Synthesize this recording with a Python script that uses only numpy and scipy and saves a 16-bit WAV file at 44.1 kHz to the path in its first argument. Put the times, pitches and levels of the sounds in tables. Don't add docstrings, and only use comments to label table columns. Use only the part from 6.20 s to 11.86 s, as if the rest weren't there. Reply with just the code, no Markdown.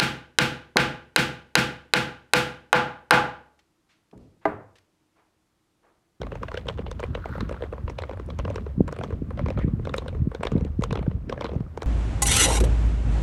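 import sys
import numpy as np
from scipy import signal
from scipy.fft import rfft, irfft, next_fast_len
from scipy.io import wavfile
from scipy.ndimage import uniform_filter1d

SR = 44100
rng = np.random.default_rng(int(sys.argv[2]) if len(sys.argv) > 2 else 0)


def int16_out(signal):
    q = np.round(np.clip(np.atleast_2d(signal).T, -1, 1) * 32767)
    wavfile.write(sys.argv[1], SR, q.astype(np.int16))


N = 249606
TIME = np.arange(N) / SR

# t/s, then level/dB, f/Hz for each of thud, clack, crack and grit (rms over KNOCK_S)
PEBBLE_KNOCKS = [(0.0172, -29.5, 435, -41, 1550, -43.5, 3250, -51, 5900),
                 (0.0325, -33, 480, -43, 1050, -46, 2120, -66, 6540),
                 (0.068, -39, 560, -41.5, 1080, -51.5, 2470, -67.0, 6900),
                 (0.12, -32.5, 483, -40, 1010, -50, 2620, -70, 6510),
                 (0.127, -30.5, 457, -56, 1180, -54, 2720, -75, 6500),
                 (0.1546, -36.5, 560, -42, 885, -48.5, 2470, -60, 6520),
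                 (0.216, -38, 455, -61, 1090, -68, 2200, -85, 7220),
                 (0.2325, -33, 510, -29, 1030, -41.5, 2340, -55, 5700),
                 (0.2837, -37, 646, -39, 1060, -44, 2620, -68, 5670),
                 (0.3173, -41, 475, -34.5, 960, -58, 3530, -60, 5680),
                 (0.3434, -29, 473, -35.5, 1410, -48.5, 3470, -52, 5620),
                 (0.3526, -50, 570, -55, 1720, -47.0, 2390, -71, 5620),
                 (0.3747, -28, 507, -35, 1590, -35.5, 3220, -51, 5800),
                 (0.457, -37, 507, -56, 1100, -63, 2100, -75, 6000),
                 (0.4691, -44, 447, -44, 1070, -54, 3150, -64, 7540),
                 (0.4864, -28.5, 476, -35.5, 1510, -30, 3150, -45.5, 5440),
                 (0.4973, -32.5, 403, -35.5, 1010, -51, 3350, -71, 5790),
                 (0.576, -50, 450, -48, 1030, -55, 2810, -69, 6000),
                 (0.5843, -48, 496, -41.5, 900, -51.0, 2750, -87, 5940),
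                 (0.5913, -27.5, 460, -47, 1020, -49.0, 2850, -70, 6200),
                 (0.6648, -39, 497, -38.5, 855, -45, 2950, -81, 5620),
                 (0.6818, -38, 427, -62, 1010, -61, 2290, -77, 5840),
                 (0.7145, -34, 510, -39, 1020, -46, 3550, -48, 5900),
                 (0.7957, -35.5, 630, -41, 980, -47.5, 2950, -66, 5660),
                 (0.8021, -36, 460, -39, 980, -52, 2520, -51.5, 6750),
                 (0.8295, -31.5, 460, -36.5, 1050, -44.5, 2140, -65.5, 6660),
                 (0.8377, -27, 495, -36.5, 1020, -37.5, 2350, -60, 9850),
                 (0.951, -28.5, 470, -35.5, 1140, -37, 2820, -57.5, 6250),
                 (0.9754, -35.5, 516, -43, 980, -61, 3140, -79, 7280),
                 (1.0573, -30, 503, -40.5, 1050, -44.5, 2230, -61.5, 6620),
                 (1.091, -41, 474, -45, 860, -62, 2420, -65, 7850),
                 (1.154, -34, 510, -52, 1100, -62, 2100, -74, 6000),
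                 (1.1812, -36, 527, -39.5, 910, -62, 2140, -68, 9100),
                 (1.207, -34.5, 453, -33, 1020, -40, 3830, -50, 6140),
                 (1.2938, -33.5, 530, -39, 1090, -48, 2600, -55, 6250),
                 (1.312, -28, 554, -44, 960, -55, 2370, -65, 9140),
                 (1.3256, -36, 424, -45, 1250, -49, 2460, -61, 8520),
                 (1.3434, -40, 456, -42, 915, -54, 2120, -85, 8050),
                 (1.3653, -44, 458, -46, 1270, -58, 2180, -78, 5620),
                 (1.407, -37.5, 490, -51, 1210, -69, 2300, -76, 8880),
                 (1.4229, -26, 490, -41, 1030, -48, 3250, -68, 9560),
                 (1.4376, -30, 444, -43, 1670, -49, 2110, -72, 7650),
                 (1.5264, -30, 510, -45, 1130, -52.5, 2550, -69, 8880),
                 (1.535, -34.5, 441, -41, 1070, -64, 2100, -75, 6000),
                 (1.5806, -41.5, 528, -41.5, 980, -66, 2200, -80, 6850),
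                 (1.6793, -34.5, 510, -36.5, 970, -46.5, 2560, -76, 6720),
                 (1.6984, -34.5, 427, -41, 970, -45, 2070, -52.5, 5950),
                 (1.7873, -29.5, 530, -38.0, 1030, -37.5, 2690, -51, 5800),
                 (1.8025, -51, 479, -46, 1020, -60, 2440, -73, 6800),
                 (1.8212, -34.5, 450, -40, 874, -45.5, 4070, -57.5, 7700),
                 (1.8368, -36, 580, -36.5, 1230, -42, 2150, -77, 6820),
                 (1.895, -30, 495, -44, 1070, -49.5, 2400, -66.5, 5700),
                 (1.912, -34.5, 450, -41.5, 1050, -53, 2570, -64, 5620),
                 (1.9332, -36.5, 567, -45, 872, -59, 2350, -72.0, 6510),
                 (1.9736, -42, 530, -46, 855, -60, 2150, -71, 9510),
                 (1.9976, -33.5, 426, -41, 1040, -56, 2480, -65.5, 6540),
                 (2.063, -67, 382, -73, 1340, -73.0, 2350, -64, 9500),
                 (2.0882, -35.5, 510, -55, 1120, -62, 2240, -71, 6270),
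                 (2.1032, -41, 560, -41, 1100, -45.5, 3430, -58.5, 5570),
                 (2.1897, -32.5, 560, -36, 1010, -45.5, 2210, -49, 6300),
                 (2.198, -35.5, 430, -38.5, 1000, -44.5, 2800, -69, 6000),
                 (2.2514, -30, 460, -37, 1080, -43, 2800, -58, 5700),
                 (2.2792, -32.5, 575, -37, 1030, -51, 2530, -67, 6180),
                 (2.302, -27.5, 585, -56, 883, -47, 2100, -56, 6270),
                 (2.3095, -41, 596, -42.5, 990, -56, 2510, -70.5, 9640),
                 (2.345, -45, 458, -47, 1160, -56.5, 2110, -64, 7420),
                 (2.3587, -28.5, 450, -37.5, 1050, -42, 2820, -48, 5740),
                 (2.3812, -33, 445, -37, 1100, -51, 2300, -75, 5700),
                 (2.465, -31.5, 430, -43.5, 880, -58, 2440, -74, 5620),
                 (2.6794, -35.5, 545, -35.5, 1020, -46.0, 2420, -53, 7360),
                 (2.69, -39.5, 517, -38, 1110, -61, 3000, -73.0, 8260),
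                 (2.7131, -54, 523, -53, 1190, -63, 2420, -68, 6440),
                 (2.7264, -30.5, 483, -37.5, 974, -58, 2450, -50.5, 6750),
                 (2.7644, -38, 520, -43, 1120, -54, 2670, -62, 8420),
                 (2.7888, -30.5, 510, -44, 1140, -46, 2380, -57.5, 9250),
                 (2.812, -31.5, 610, -39, 1440, -49, 2380, -68.0, 6620),
                 (2.8243, -52, 464, -56, 880, -64, 2540, -67, 5910),
                 (2.837, -30.5, 450, -36, 1110, -40.5, 3340, -52.5, 6240),
                 (2.844, -37, 427, -41, 1141, -60, 3208, -59, 6000),
                 (2.8838, -39, 435, -68, 1090, -71, 2440, -81, 5660),
                 (2.906, -32, 444, -45.5, 1060, -55, 2470, -69, 7220),
                 (2.9252, -32, 460, -42.5, 1030, -70, 2980, -72, 5840),
                 (3.1069, -35, 483, -39.5, 1020, -68, 2110, -67, 9500),
                 (3.1755, -36.5, 581, -47, 1010, -51, 2750, -67, 5980),
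                 (3.1927, -28.5, 567, -34.5, 1030, -43, 2320, -60, 5500),
                 (3.2612, -30.5, 460, -34, 1030, -44, 2190, -60, 5570),
                 (3.2852, -32.5, 574, -39.5, 1010, -42.5, 2140, -57, 6230),
                 (3.304, -27, 538, -43, 1140, -41.5, 2250, -54, 5760),
                 (3.375, -29.5, 430, -38, 1350, -48, 2280, -73, 6800),
                 (3.3894, -32, 556, -39.5, 1170, -49, 3200, -60.5, 6680),
                 (3.413, -38.5, 510, -46, 990, -56, 2314, -74, 6000),
                 (3.481, -36.5, 484, -49.5, 1130, -65, 3600, -79, 6000),
                 (3.5966, -38, 440, -49.5, 980, -71, 2730, -84, 5810),
                 (3.6528, -39, 503, -42.5, 1470, -47, 3600, -57.5, 6160),
                 (3.6721, -28.5, 480, -37.5, 1020, -47, 2200, -58, 5600),
                 (3.6948, -35.5, 490, -39.5, 1080, -44, 3570, -60, 6680),
                 (3.7413, -25, 530, -27.5, 1090, -33.5, 2310, -46.5, 5650),
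                 (3.7662, -39, 543, -59, 1110, -66, 3870, -49.5, 9280),
                 (3.7821, -27, 446, -36, 1010, -33.5, 3750, -44.5, 6700),
                 (3.8204, -36, 501, -42.5, 1070, -67, 2260, -76, 9010),
                 (3.8607, -34, 511, -43.5, 1020, -61, 2210, -67.0, 5620),
                 (3.8825, -34, 530, -41, 1440, -42, 3440, -55, 8350),
                 (3.9282, -37, 517, -61, 877, -58, 2300, -80, 6060),
                 (3.949, -36, 430, -47.5, 1060, -63, 2230, -72, 6490),
                 (4.1163, -36, 470, -42, 1040, -56, 2170, -70, 8450),
                 (4.1488, -28.5, 534, -41.5, 1510, -44.5, 3600, -53, 6000),
                 (4.2083, -33, 470, -45, 1130, -57, 2130, -70.0, 5710),
                 (4.2332, -26.5, 610, -28.5, 980, -35.5, 2520, -48, 7850),
                 (4.253, -25.5, 420, -39, 1090, -38, 2440, -50, 6050),
                 (4.27, -30, 440, -31.5, 1610, -33.5, 3600, -47.5, 5670),
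                 (4.3184, -26, 434, -39.5, 1150, -47, 2400, -55, 6750),
                 (4.363, -30, 400, -49, 900, -54, 2100, -72, 6000),
                 (4.3804, -37, 564, -48, 856, -55, 3740, -64, 8680),
                 (4.4099, -32, 465, -52, 1050, -53.5, 2280, -61, 6100),
                 (4.4492, -32, 452, -58, 1440, -52, 2750, -59.5, 6930),
                 (4.6113, -40, 457, -47.5, 1070, -61, 2100, -62, 6600),
                 (4.6226, -28.5, 485, -40, 880, -43, 2100, -54, 7150),
                 (4.6381, -30.5, 460, -27, 1020, -35, 3050, -39.5, 6300),
                 (4.7088, -31.5, 417, -37, 1080, -39.5, 2600, -56, 5760),
                 (4.7281, -27, 453, -34, 1020, -42, 3690, -47.5, 5830),
                 (4.7558, -28.5, 430, -33, 835, -41.5, 3300, -54, 5710),
                 (4.7741, -34.5, 597, -38, 991, -43, 2940, -63.5, 5630),
                 (4.7914, -30, 430, -51, 890, -46, 2240, -66, 7150),
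                 (4.828, -38, 614, -44.5, 1030, -50, 2110, -70, 9450),
                 (4.8652, -33, 515, -51, 830, -70, 3190, -85, 5840),
                 (4.914, -38.5, 460, -47, 1050, -54.5, 2350, -80, 6000),
                 (5.0964, -27.5, 487, -39, 1550, -41.5, 2600, -49, 5400),
                 (5.1255, -27, 503, -30.5, 1090, -44.5, 3190, -55, 5840),
                 (5.1771, -32.5, 550, -43, 1630, -52, 2330, -71, 5630),
                 (5.1922, -42, 447, -51, 1680, -65, 2110, -71.5, 5690),
                 (5.2105, -28, 584, -35, 1180, -41, 3170, -48.5, 5600),
                 (5.2218, -39, 467, -39.0, 1010, -40.5, 2110, -61, 5620),
                 (5.2441, -26.5, 397, -34, 1030, -40.5, 4000, -50, 5670),
                 (5.255, -32, 430, -37, 1550, -43, 2260, -61, 6000),
                 (5.2657, -47, 540, -39, 991, -45, 3130, -61, 5770),
                 (5.2926, -32.5, 510, -50, 1120, -52, 3310, -72, 5720),
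                 (5.317, -33.5, 450, -48, 1010, -55, 2180, -75, 5850),
                 (5.3345, -30.5, 453, -51, 1060, -65, 2120, -69, 6210),
                 (5.3545, -38, 442, -63, 867, -69, 2850, -68, 5980),
                 (5.405, -38.5, 447, -50, 1110, -62, 2190, -69, 5600),
                 (5.5748, -30.0, 455, -34.5, 825, -48.5, 2360, -53.5, 6470),
                 (5.621, -31, 446, -35, 810, -42.5, 4000, -50, 6000),
                 (5.6307, -36, 670, -39, 1260, -50, 2020, -50.5, 6500)]
KNOCK_S = .008
# f/Hz, relative level/dB
CRACK_EQ = [(1400, -34.5), (2000, 8), (3200, 4.5), (4100, 3.5), (5000, -8.5), (7000, -25)]
GRIT_EQ = [(4300, 2.5), (5400, 1.5), (6500, -4), (9000, -3.5), (10700, -13), (15500, -19)]
SMALL_STONE_EQ = [(250, -1.5), (480, 8.5), (780, 0.5), (1100, -2), (1900, -10), (3300, -19.5), (5200, -31),
                  (8500, -37.5), (15000, -36)]
SPRAY_EQ = [(1900, 13), (3400, 12), (5000, -1), (8500, -8.5), (11000, -22.5), (15000, -27)]
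HISS_EQ = [(2500, -5.5), (4200, 4), (5200, -8), (8000, -17), (10500, -16), (12000, -10), (15500, -19)]
# t/s, envelope peak/dB, f/Hz
HOLLOW_CLUCKS = [(1.028, -37, 1400), (1.043, -26.5, 1420), (1.11, -36, 1420), (1.118, -42, 1490),
                 (1.127, -28, 1460), (1.152, -33, 1340), (1.164, -28.5, 1330), (1.376, -35, 1400),
                 (4.866, -36, 1510), (5.466, -42, 1270)]
# crest t/s, attack/s, decay/s, rasp level/dB, rasp f/Hz, hiss level/dB
SOFT_RUBS = [(1.15, 0.15, 0.14, -45, 1320, -62.5), (3.425, 0.038, 0.026, -48, 1980, -77)]
# t/s, envelope peak/dB, f/Hz
EDDY_HITS = [(0.6022, -24.5, 218), (0.9046, -24.5, 155), (1.231, -17.5, 223), (1.645, -19, 88),
             (2.196, -21, 81.5), (2.259, -28, 202), (2.582, -14.5, 191), (2.597, -15.5, 203),
             (2.608, -3.5, 264), (2.932, -17.5, 105), (3.022, -18.5, 286), (3.2412, -18.5, 132),
             (3.368, -18, 158), (3.3895, -17.5, 202), (3.4468, -11, 194), (3.48, -14.5, 240),
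             (3.538, -14, 184), (4.006, -18.5, 126), (4.0212, -13.5, 149), (4.0745, -13, 210),
             (4.3231, -16.5, 235), (4.337, -16, 157), (4.3559, -8, 230), (4.426, -16.5, 175),
             (4.594, -11.5, 215), (4.725, -16, 155), (4.815, -19.5, 170), (4.8813, -10.5, 182),
             (4.952, -19.5, 123), (5.365, -15, 155), (5.409, -19, 173)]
# t/s, rumble level/dB, flutter level/dB
BREEZE_FADERS = [(0.0, -35.5, -33.5), (0.22, -40.5, -45.5), (1.34, -34.5, -36), (1.38, -42, -43),
                 (1.68, -36.5, -41.5), (1.72, -41, -42), (2.26, -34, -38), (2.54, -34, -45.5),
                 (2.62, -30, -35.5), (2.7, -42.5, -39), (3.459, -29.5, -33), (3.84, -39, -38),
                 (4.0, -28, -38.5), (4.16, -44, -43), (4.36, -31, -35), (4.9, -32.5, -40.5),
                 (5.2, -44, -38.5), (5.36, -31, -41.5), (5.5, -43.5, -45.5), (5.64, -42, -50)]
# f/Hz, relative level/dB
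RUMBLE_EQ = [(18, -33.5), (30, -27), (48, -6.5), (72, -5), (105, -13), (150, -21), (260, -57.5)]
FLUTTER_EQ = [(70, -15.5), (125, -2.5), (190, -3), (280, -9), (420, -19), (800, -51.5)]
SEA_EQ = [(200, -10), (450, -1), (600, -4), (780, -15.5), (1100, -6), (1800, -16), (3200, -23.5),
          (5000, -28), (9000, -33.5), (15500, -38.5)]


def pebbles(knocks):
    starts, thud_db, thud_hz, clack_db, clack_hz, crack_db, crack_hz, grit_db, grit_hz = zip(*knocks)
    count, lead_s = len(starts), .008
    t = np.arange(2048) / SR - lead_s
    rub_t = t + .0003
    blow = slips(t, count, rise_s=.0018, fall_s=.0016, settle_db=-16, settle_s=.008, snap=1.2)
    rub = slips(rub_t, count, rise_s=.0017, fall_s=.0019, settle_db=-15, settle_s=.008, snap=.8)
    sand = slips(rub_t, count, rise_s=.0016, fall_s=.0014, settle_db=-19, settle_s=.009, snap=.7)
    thud_width_hz = 100 * np.exp(.45 * rng.standard_normal(count))
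    thud = resonate(blow, thud_hz, thud_width_hz) + from_db(-38) * blow
    clack = resonate(blow, clack_hz, width_hz=200) + from_db(-15) * blow
    crack = resonate(rub, crack_hz, width_hz=400) + from_db(-11) * rub
    grit = resonate(sand, grit_hz, width_hz=900) + from_db(-10.5) * sand
    layers = [(band(thud, 210, 603), thud_db), (band(clack, 895, 1830), clack_db),
              (colour(crack, CRACK_EQ), crack_db), (colour(grit, GRIT_EQ), grit_db)]
    hits = sum(unit_energy(layer) * from_db(db)[:, None] for layer, db in layers)
    return place(hits * np.sqrt(KNOCK_S * SR), np.array(starts) - lead_s)


def slips(t, count, rise_s, fall_s, settle_db, settle_s, snap):
    noise, roughness, jolts = rng.standard_normal((3, count, len(t)))
    slide = np.exp(.6 * noise[:, :1])
    burst = np.exp(np.where(t < 0, t / rise_s, -t / (fall_s * slide)))
    jerks = from_db(4.5 * np.repeat(jolts, 48, axis=1)[:, :len(t)])
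    settle = from_db(settle_db) * np.exp(-t / settle_s) * (t > 0) * jerks
    friction = unit_energy((burst + settle) * noise * from_db(4.16 * roughness))
    since_landing = np.arange(len(t)) - np.argmin(np.abs(t))
    rebound = (.0011 * SR * slide).astype(int)
    return friction + snap * ((since_landing == 0) - .6 * (since_landing == rebound))


def small_stones(crunch, follow_db, idle_db, grains_per_s, grain_db, settle_s):
    load = follow(crunch, window_s=.039, release_s=settle_s)
    sizes = from_db(grain_db * np.minimum(rng.exponential(1, N), 2)) * rng.choice([-1, 1], N)
    grains = sizes * (rng.random(N) < grains_per_s / SR)
    pitches = np.geomspace(420, 9000, 24)
    pitch_index = rng.integers(0, len(pitches), N)
    strikes = [grains * (pitch_index == k) for k in range(len(pitches))]
    rings = resonate(strikes, pitches, width_hz=.16 * pitches).sum(axis=0)
    ticks = rms_one(colour(rings + from_db(-20.5) * grains, SMALL_STONE_EQ))
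    return (from_db(follow_db) * load + from_db(idle_db)) * ticks


def spray(crunch, follow_db, grain_db):
    airborne = follow(band(crunch, 3300, 16000), window_s=.012, release_s=.045)
    drops = rng.standard_normal(N) * from_db(grain_db * drift(700))
    return from_db(follow_db) * airborne * rms_one(colour(drops, SPRAY_EQ))


def hollow_clucks(rise_s, fall_s):
    out = np.zeros(N)
    for at_s, db, hz in HOLLOW_CLUCKS:
        near = np.abs(TIME - at_s) < .03
        t = TIME[near] - at_s
        envelope = np.exp(np.where(t < 0, t / rise_s, -t / fall_s))
        out[near] += from_db(db) * envelope * np.sin(2 * np.pi * hz * t)
    return out


def soft_rubs(width_hz, judder_db):
    out = np.zeros(N)
    for crest_s, rise_s, fall_s, rasp_db, hz, hiss_db in SOFT_RUBS:
        swell = np.exp(-np.abs(TIME - crest_s) / np.where(TIME < crest_s, rise_s, fall_s))
        judder = rng.standard_normal(N) * from_db(judder_db * drift(250))
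        rasp = band(judder, hz - width_hz / 2, hz + width_hz / 2)
        hiss = colour(rng.standard_normal(N), HISS_EQ)
        out += swell * (from_db(rasp_db) * rms_one(rasp) + from_db(hiss_db) * rms_one(hiss))
    return out


def eddies(attack_cycles, glide, steepen):
    out = np.zeros(N)
    for at_s, db, hz in EDDY_HITS:
        near = np.abs(TIME - at_s) < .03
        cycles = (TIME[near] - at_s) * hz
        phase = 2 * np.pi * (1 - np.exp(-glide * np.maximum(cycles, -2))) / glide + .63
        width = np.where(cycles < 0, attack_cycles, 2.74 * attack_cycles)
        envelope = from_db(db) * np.exp(-(cycles / width) ** 2)
        out[near] -= envelope * np.sin(phase + steepen * envelope * np.sin(phase))
    return out


def wind(rumble_trim_db, flutter_trim_db):
    times, rumble_db, flutter_db = np.transpose(BREEZE_FADERS)
    rumble_gain = from_db(np.interp(TIME, times, rumble_db) + rumble_trim_db)
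    flutter_gain = from_db(np.interp(TIME, times, flutter_db) + flutter_trim_db)
    rumble = turbulence(RUMBLE_EQ, steady_s=.039, lumpy_db=2.5)
    flutter = turbulence(FLUTTER_EQ, steady_s=.025, lumpy_db=5.5)
    return rumble_gain * rumble + flutter_gain * flutter


def turbulence(eq, steady_s, lumpy_db):
    air = colour(rng.standard_normal(N), eq)
    window = int(steady_s * SR)
    power = uniform_filter1d(uniform_filter1d(air ** 2, window), window)
    return rms_one(air / np.sqrt(power + 1e-20) * from_db(lumpy_db * drift(45)))


def sea(level_db):
    return from_db(level_db + drift(3.734)) * rms_one(colour(rng.standard_normal(N), SEA_EQ))


def from_db(db):
    return 10 ** (np.asarray(db) / 20)


def rms_one(x):
    return x / np.sqrt(np.mean(x ** 2) + 1e-20)


def unit_energy(rows):
    return rows / np.linalg.norm(rows, axis=1, keepdims=True)


def follow(x, window_s, release_s):
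    pole = np.exp(-1 / (release_s * SR))
    return signal.lfilter([1 - pole], [1, -pole], uniform_filter1d(np.abs(x), int(window_s * SR)))


def colour(x, eq):
    size = next_fast_len(2 * x.shape[-1], real=True)
    size += size % 2
    octave = np.log2(np.maximum(np.fft.rfftfreq(size, 1 / SR), 1))
    hz, db = np.transpose(eq)
    beyond = np.abs(octave - np.clip(octave, np.log2(hz[0]), np.log2(hz[-1])))
    curve_db = np.interp(octave, np.log2(hz), db) - 20 * beyond
    cepstrum = irfft(np.log(from_db(curve_db)))
    cepstrum[1:size // 2] *= 2
    cepstrum[size // 2 + 1:] = 0
    return irfft(rfft(x, size) * np.exp(rfft(cepstrum)))[..., :x.shape[-1]]


def drift(rate_hz):
    steps = rng.standard_normal(N // 100)
    return np.interp(TIME * rate_hz, np.arange(len(steps)), steps)


def resonate(pushes, hz, width_hz):
    radii = np.exp(-np.pi * width_hz / SR) * np.ones(len(hz))
    rings = []
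    for push, pitch, r in zip(pushes, hz, radii):
        gain = (1 - r * r) / 2
        feedback = [1, -2 * r * np.cos(2 * np.pi * pitch / SR), r * r]
        rings.append(signal.lfilter([gain, 0, -gain], feedback, push + 1e-18))
    return np.array(rings)


def band(x, low_hz, high_hz):
    return signal.sosfilt(signal.butter(2, [low_hz, high_hz], "band", fs=SR, output="sos"), x)


def place(hits, starts):
    out = np.zeros(N + hits.shape[1])
    for hit, start_s in zip(hits, starts):
        i = int(np.clip(start_s * SR, 0, N))
        out[i:i + len(hit)] += hit
    return out[:N]


def scene():
    air = wind(rumble_trim_db=2.5, flutter_trim_db=-.1) + sea(level_db=-59.5)
    thumps = eddies(attack_cycles=.52, glide=.53, steepen=.6)
    crunch = pebbles(PEBBLE_KNOCKS)
    loose = small_stones(crunch, follow_db=-9, idle_db=-59, grains_per_s=2200,
                         grain_db=8.5, settle_s=.015)
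    accents = hollow_clucks(rise_s=.0012, fall_s=.0015) + soft_rubs(width_hz=660, judder_db=3)
    spatter = spray(crunch, follow_db=-3.5, grain_db=7.5)
    return (crunch + loose + accents + spatter + thumps + air)[None]


def record(dry):
    thin = signal.sosfilt(signal.butter(2, 24, "high", fs=SR, output="sos"), dry)
    return signal.sosfilt(signal.ellip(10, .2, 70, 15850, fs=SR, output="sos"), thin)


dry = scene()
out = record(dry)
int16_out(out)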